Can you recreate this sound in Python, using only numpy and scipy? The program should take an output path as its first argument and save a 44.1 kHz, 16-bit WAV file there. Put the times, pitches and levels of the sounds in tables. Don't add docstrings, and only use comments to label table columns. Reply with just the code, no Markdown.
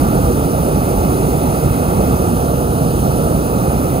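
import sys
import numpy as np
from scipy import signal
from scipy.fft import rfft, irfft
from scipy.io import wavfile
from scipy.ndimage import uniform_filter1d, map_coordinates

SR = 44100
rng = np.random.default_rng(int(sys.argv[2]) if len(sys.argv) > 2 else 0)


def store_wav(level_fs):
    pcm = np.round(np.clip(np.atleast_2d(level_fs), -1, 1) * 32767)
    wavfile.write(sys.argv[1], SR, pcm.T.astype(np.int16))


N = 176400
TIME = np.arange(N) / SR
FREQS = np.maximum(np.arange(N // 2 + 1), 1) * SR / N
SIDES = np.array([[0.5], [-0.5]])


def roar(rush_from_hz=292, hollow_from_hz=1040):
    # f/Hz, level/dB
    spectrum = [(24,-66),(30,-54),(42,-44.5),(60,-36.5),(105,-42.5),(130,-37),(160,-38),(210,-42),(270,-41),(330,-45.5),(370,-43.5),(420,-47.5),(480,-43),(525,-47.5),(720,-48),(860,-50.5),(1035,-59),(1170,-54),(1320,-55),(1490,-61),(1620,-68.5),(1760,-71)]
    # t/s, level/dB
    bass_level = [(0, 1.1), (0.45, -1), (0.75, -1), (0.88, -3), (1.05, -1.2), (1.48, -0.7), (1.58, -5.5),
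                  (1.67, 1.5), (1.84, -2.2), (2.0, 0.5), (2.6, -2), (3.1, -0.5), (3.36, 0), (3.48, -2.8),
                  (3.6, -0.7), (4, -2)]
    # t/s, level/dB
    rush_level = [(0, -0.2), (0.36, 1.3), (0.5, 0.7), (1, -0.2), (1.48, 1.0), (1.75, -1.6), (1.95, 1.6),
                  (2.38, -1), (2.55, -0.8), (3.25, -0.2), (3.75, -0.6), (4, 0.5)]
    # t/s, level/dB
    hollow_level = [(0, 2.5), (0.5, -0.2), (1.0, 0.2), (1.35, -1.5), (1.7, 1), (2.2, 0.9), (2.75, -1),
                    (3.2, -0.8), (3.7, 1), (4, -1)]
    flow = airflow(spectrum)
    lowpass = 1 / (1 + (FREQS / rush_from_hz) ** 6)
    highpass = 1 / (1 + (hollow_from_hz / np.maximum(FREQS, 10)) ** 20)
    middle = flow * (1 - lowpass) * (1 - highpass)
    bass = buffeting(flow * lowpass) * swell(bass_level) * undb(-0.5)
    rush = eddies(middle, spectrum, depth_db=1.26, rate_hz=29.68, count=12) * swell(rush_level)
    hollow = irfft(flow * highpass, N) * swell(hollow_level) * undb(-0.1)
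    return (bass + rush + hollow) * undb(0.1)


def buffeting(flow, count=4, reach_octaves=0.46, even_s=0.24):
    # t/s, centre f/Hz, length/s, lift/dB
    buffets = [(0.018, 260, 0.083, 7), (0.25, 65, 0.065, 10), (0.76, 151, 0.09, 5), (0.983, 60, 0.11, 8),
               (1.156, 267, 0.29, 4.5), (1.516, 140, 0.084, 5.5), (1.693, 111, 0.12, 4),
               (1.923, 150, 0.066, 4.5), (2.017, 262, 0.15, 0.5), (2.1, 85, 0.13, 3.5), (2.3, 71, 0.049, 5),
               (2.827, 160, .12, 5), (3.082, 160, .12, 2.5)]
    centres_hz = np.geomspace(64, 253, count)
    bass = 0
    for centre, band in zip(centres_hz, split_bands(flow, centres_hz[0], centres_hz[-1], count)):
        power = np.mean(band ** 2, axis=0)
        evening_gain = np.sqrt(power.mean() / smooth(power, int(even_s * SR)))
        lift_db = 0
        for at, hz, length, db in buffets:
            nearness = bell(np.log2(centre / hz), reach_octaves)
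            lift_db += db * nearness * bell(TIME - at, length / 2)
        bass += band * evening_gain * undb(lift_db)
    return bass


def hiss(edge_hz=2130, edge_reach_hz=480, dip_depth=0.37):
    # f/Hz, level/dB
    spectrum = [(1800,-78),(2080,-72.8),(2300,-73),(2600,-71),(2900,-73),(3300,-76.8),(3800,-76),(4500,-75),(5100,-77),(5600,-75.3),(6300,-74.7),(7200,-76.7),(8400,-69.2),(9000,-68.7),(9600,-70.6),(10200,-67.9),(11100,-71.2),(12000,-70.3),(13000,-72.2),(14200,-69.6),(15500,-68.6)]
    # t/s, level/dB
    hiss_level = [(0, 1.2), (0.55, -0.1), (1.3, 1), (1.75, 0.4), (2.35, 0.5), (2.7, -0.5), (3.05, 1),
                  (3.45, -0.5), (4, 0)]
    # t/s, level/dB
    edge_level = [(0, 2), (0.35, -2), (0.9, 1), (1.5, 1), (2.05, 2.5), (2.35, -5.5), (2.9, -7), (3.4, -4),
                  (4, 3)]
    # t/s, f/Hz
    dip_centre = [(0, 3400), (0.9, 3230), (2.05, 2830), (2.3, 3460), (3.1, 3300), (4, 3170)]
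    air = eddies(airflow(spectrum), spectrum, depth_db=0.9, rate_hz=60, count=14)
    mono = air.mean(axis=0)
    edge = irfft(rfft(mono) * bell(FREQS - edge_hz, edge_reach_hz), N)
    dip = narrow_band(mono, over_time(dip_centre), width_hz=100)
    air = air + edge * (swell(edge_level) - 1) - dip_depth * dip
    flutter_db = 0.2 * wander(rate_hz=70)
    return air * swell(hiss_level) * undb(flutter_db - 0.04)


def whistle(pitch_hz=2490, waver=0.0087, level_db=-47.5, balance_trim_db=-0.5):
    # t/s, level/dB
    whistle_level = [(0, 0), (0.7, -1), (1.3, -1), (2.05, 3.5), (2.35, -2), (3.3, -4), (3.75, 2), (4, 0)]
    air = irfft(airflow([(pitch_hz / 2, 0), (pitch_hz * 2, 0)]), N)
    wavering_hz = pitch_hz * (1 + waver * wander(rate_hz=4.1))
    tone = narrow_band(air, wavering_hz, width_hz=210)
    return tone / tone.std() * swell(whistle_level) * undb(level_db + SIDES * balance_trim_db)


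def airflow(spectrum, travel_ms=0.25, skirt_db_per_octave=102):
    # f/Hz, level/dB
    unshared = [(60, -28), (160, -26), (320, -18), (800, -16), (1500, -11), (1900, -1), (2600, -2),
                (3300, -2), (4200, -9), (5400, -6), (8500, -7), (10000, -11), (12000, -14), (15000, -10)]
    # f/Hz, level/dB
    balance = [(40, 0.3), (150, -3), (340, -1.5), (470, -3.5), (800, -4), (1020, -2.5), (1220, -5),
               (1560, -1), (1800, -5), (2200, 3), (3200, -0.9), (5300, 0), (7400, -1.3), (8400, -5.5),
               (9800, 0)]
    # f/Hz, phase/rad
    extra_lead = [(60, .05), (500, .5), (1050, .7), (1350, .15), (1650, .6), (2000, -1.5), (2300, -.9),
                  (2550, .3), (3400, .5), (4900, -1.0), (5600, .5), (6500, 2.2), (8000, 2.8), (12000, 3.0),
                  (14500, 3.2)]
    shared, left, right = rfft(rng.standard_normal((3, N)))
    own_gain = undb(over_frequency(unshared))
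    pair = (shared + own_gain * np.array([left, right])) / np.sqrt(1 + own_gain ** 2)
    lead = 2 * np.pi * FREQS * travel_ms / 1000 + over_frequency(extra_lead)
    pan = undb(SIDES * over_frequency(balance))
    pan /= np.sqrt(np.mean(pan ** 2, axis=0))
    octaves_outside = np.abs(np.log2(FREQS / np.clip(FREQS, spectrum[0][0], spectrum[-1][0])))
    colour = undb(over_frequency(spectrum) - skirt_db_per_octave * octaves_outside)
    return pair * pan * np.exp(-1j * SIDES * lead) * colour * np.sqrt(SR / 2)


def eddies(flow, spectrum, depth_db, rate_hz, count):
    bands = split_bands(flow, spectrum[0][0], spectrum[-1][0], count)
    return sum(band * undb(depth_db * wander(rate_hz)) for band in bands)


def split_bands(flow, low_hz, high_hz, count):
    place = np.interp(np.log(FREQS), np.log([low_hz, high_hz]), [0, count - 1])
    return [irfft(flow * np.maximum(1 - np.abs(place - k), 0), N) for k in range(count)]


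def narrow_band(x, centre_hz, width_hz):
    carrier = np.exp(2j * np.pi * np.cumsum(centre_hz) / SR)
    lowpass = signal.butter(1, width_hz / 2, fs=SR, output="sos")
    return 2 * np.real(signal.sosfiltfilt(lowpass, x / carrier, padtype="even") * carrier)


def wander(rate_hz):
    hold = max(int(SR / rate_hz), 2)
    steps = rng.standard_normal(1024)[(np.arange(N) // hold) % 1024]
    curve = smooth(steps, hold)
    return (curve - curve.mean()) / curve.std()


def swell(table):
    gain = undb(over_time(table))
    return gain / np.sqrt(np.mean(gain ** 2))


def over_time(table):
    return np.interp(TIME, *np.array(table, float).T)


def over_frequency(table):
    hz, value = np.array(table, float).T
    return np.interp(np.log(FREQS), np.log(hz), value)


def smooth(x, samples):
    return uniform_filter1d(uniform_filter1d(x, samples), samples)


def bell(offset, reach):
    return np.exp(-(offset / reach) ** 2)


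def undb(db):
    return 10 ** (np.asarray(db) / 20)


def scene():
    # t/s, delay/ms
    lag_drift = [(0, 0.0023), (2.0, 0.0021), (2.6, 0.0046), (3.1, 0.0044), (4, 0)]
    left, right = roar() + hiss() + whistle()
    lag_s = over_time(lag_drift) / 1000
    late_left = map_coordinates(left, [(TIME - lag_s) * SR], order=5, mode="mirror")
    return np.array([late_left, right])


def record(dry, top_hz=15700):
    rounded = dry / (1 + dry ** 8) ** (1 / 8)
    lowpass = signal.ellip(12, 0.1, 90, top_hz, fs=SR, output="sos")
    return signal.sosfilt(lowpass, rounded)


dry = scene()
out = record(dry)
store_wav(out)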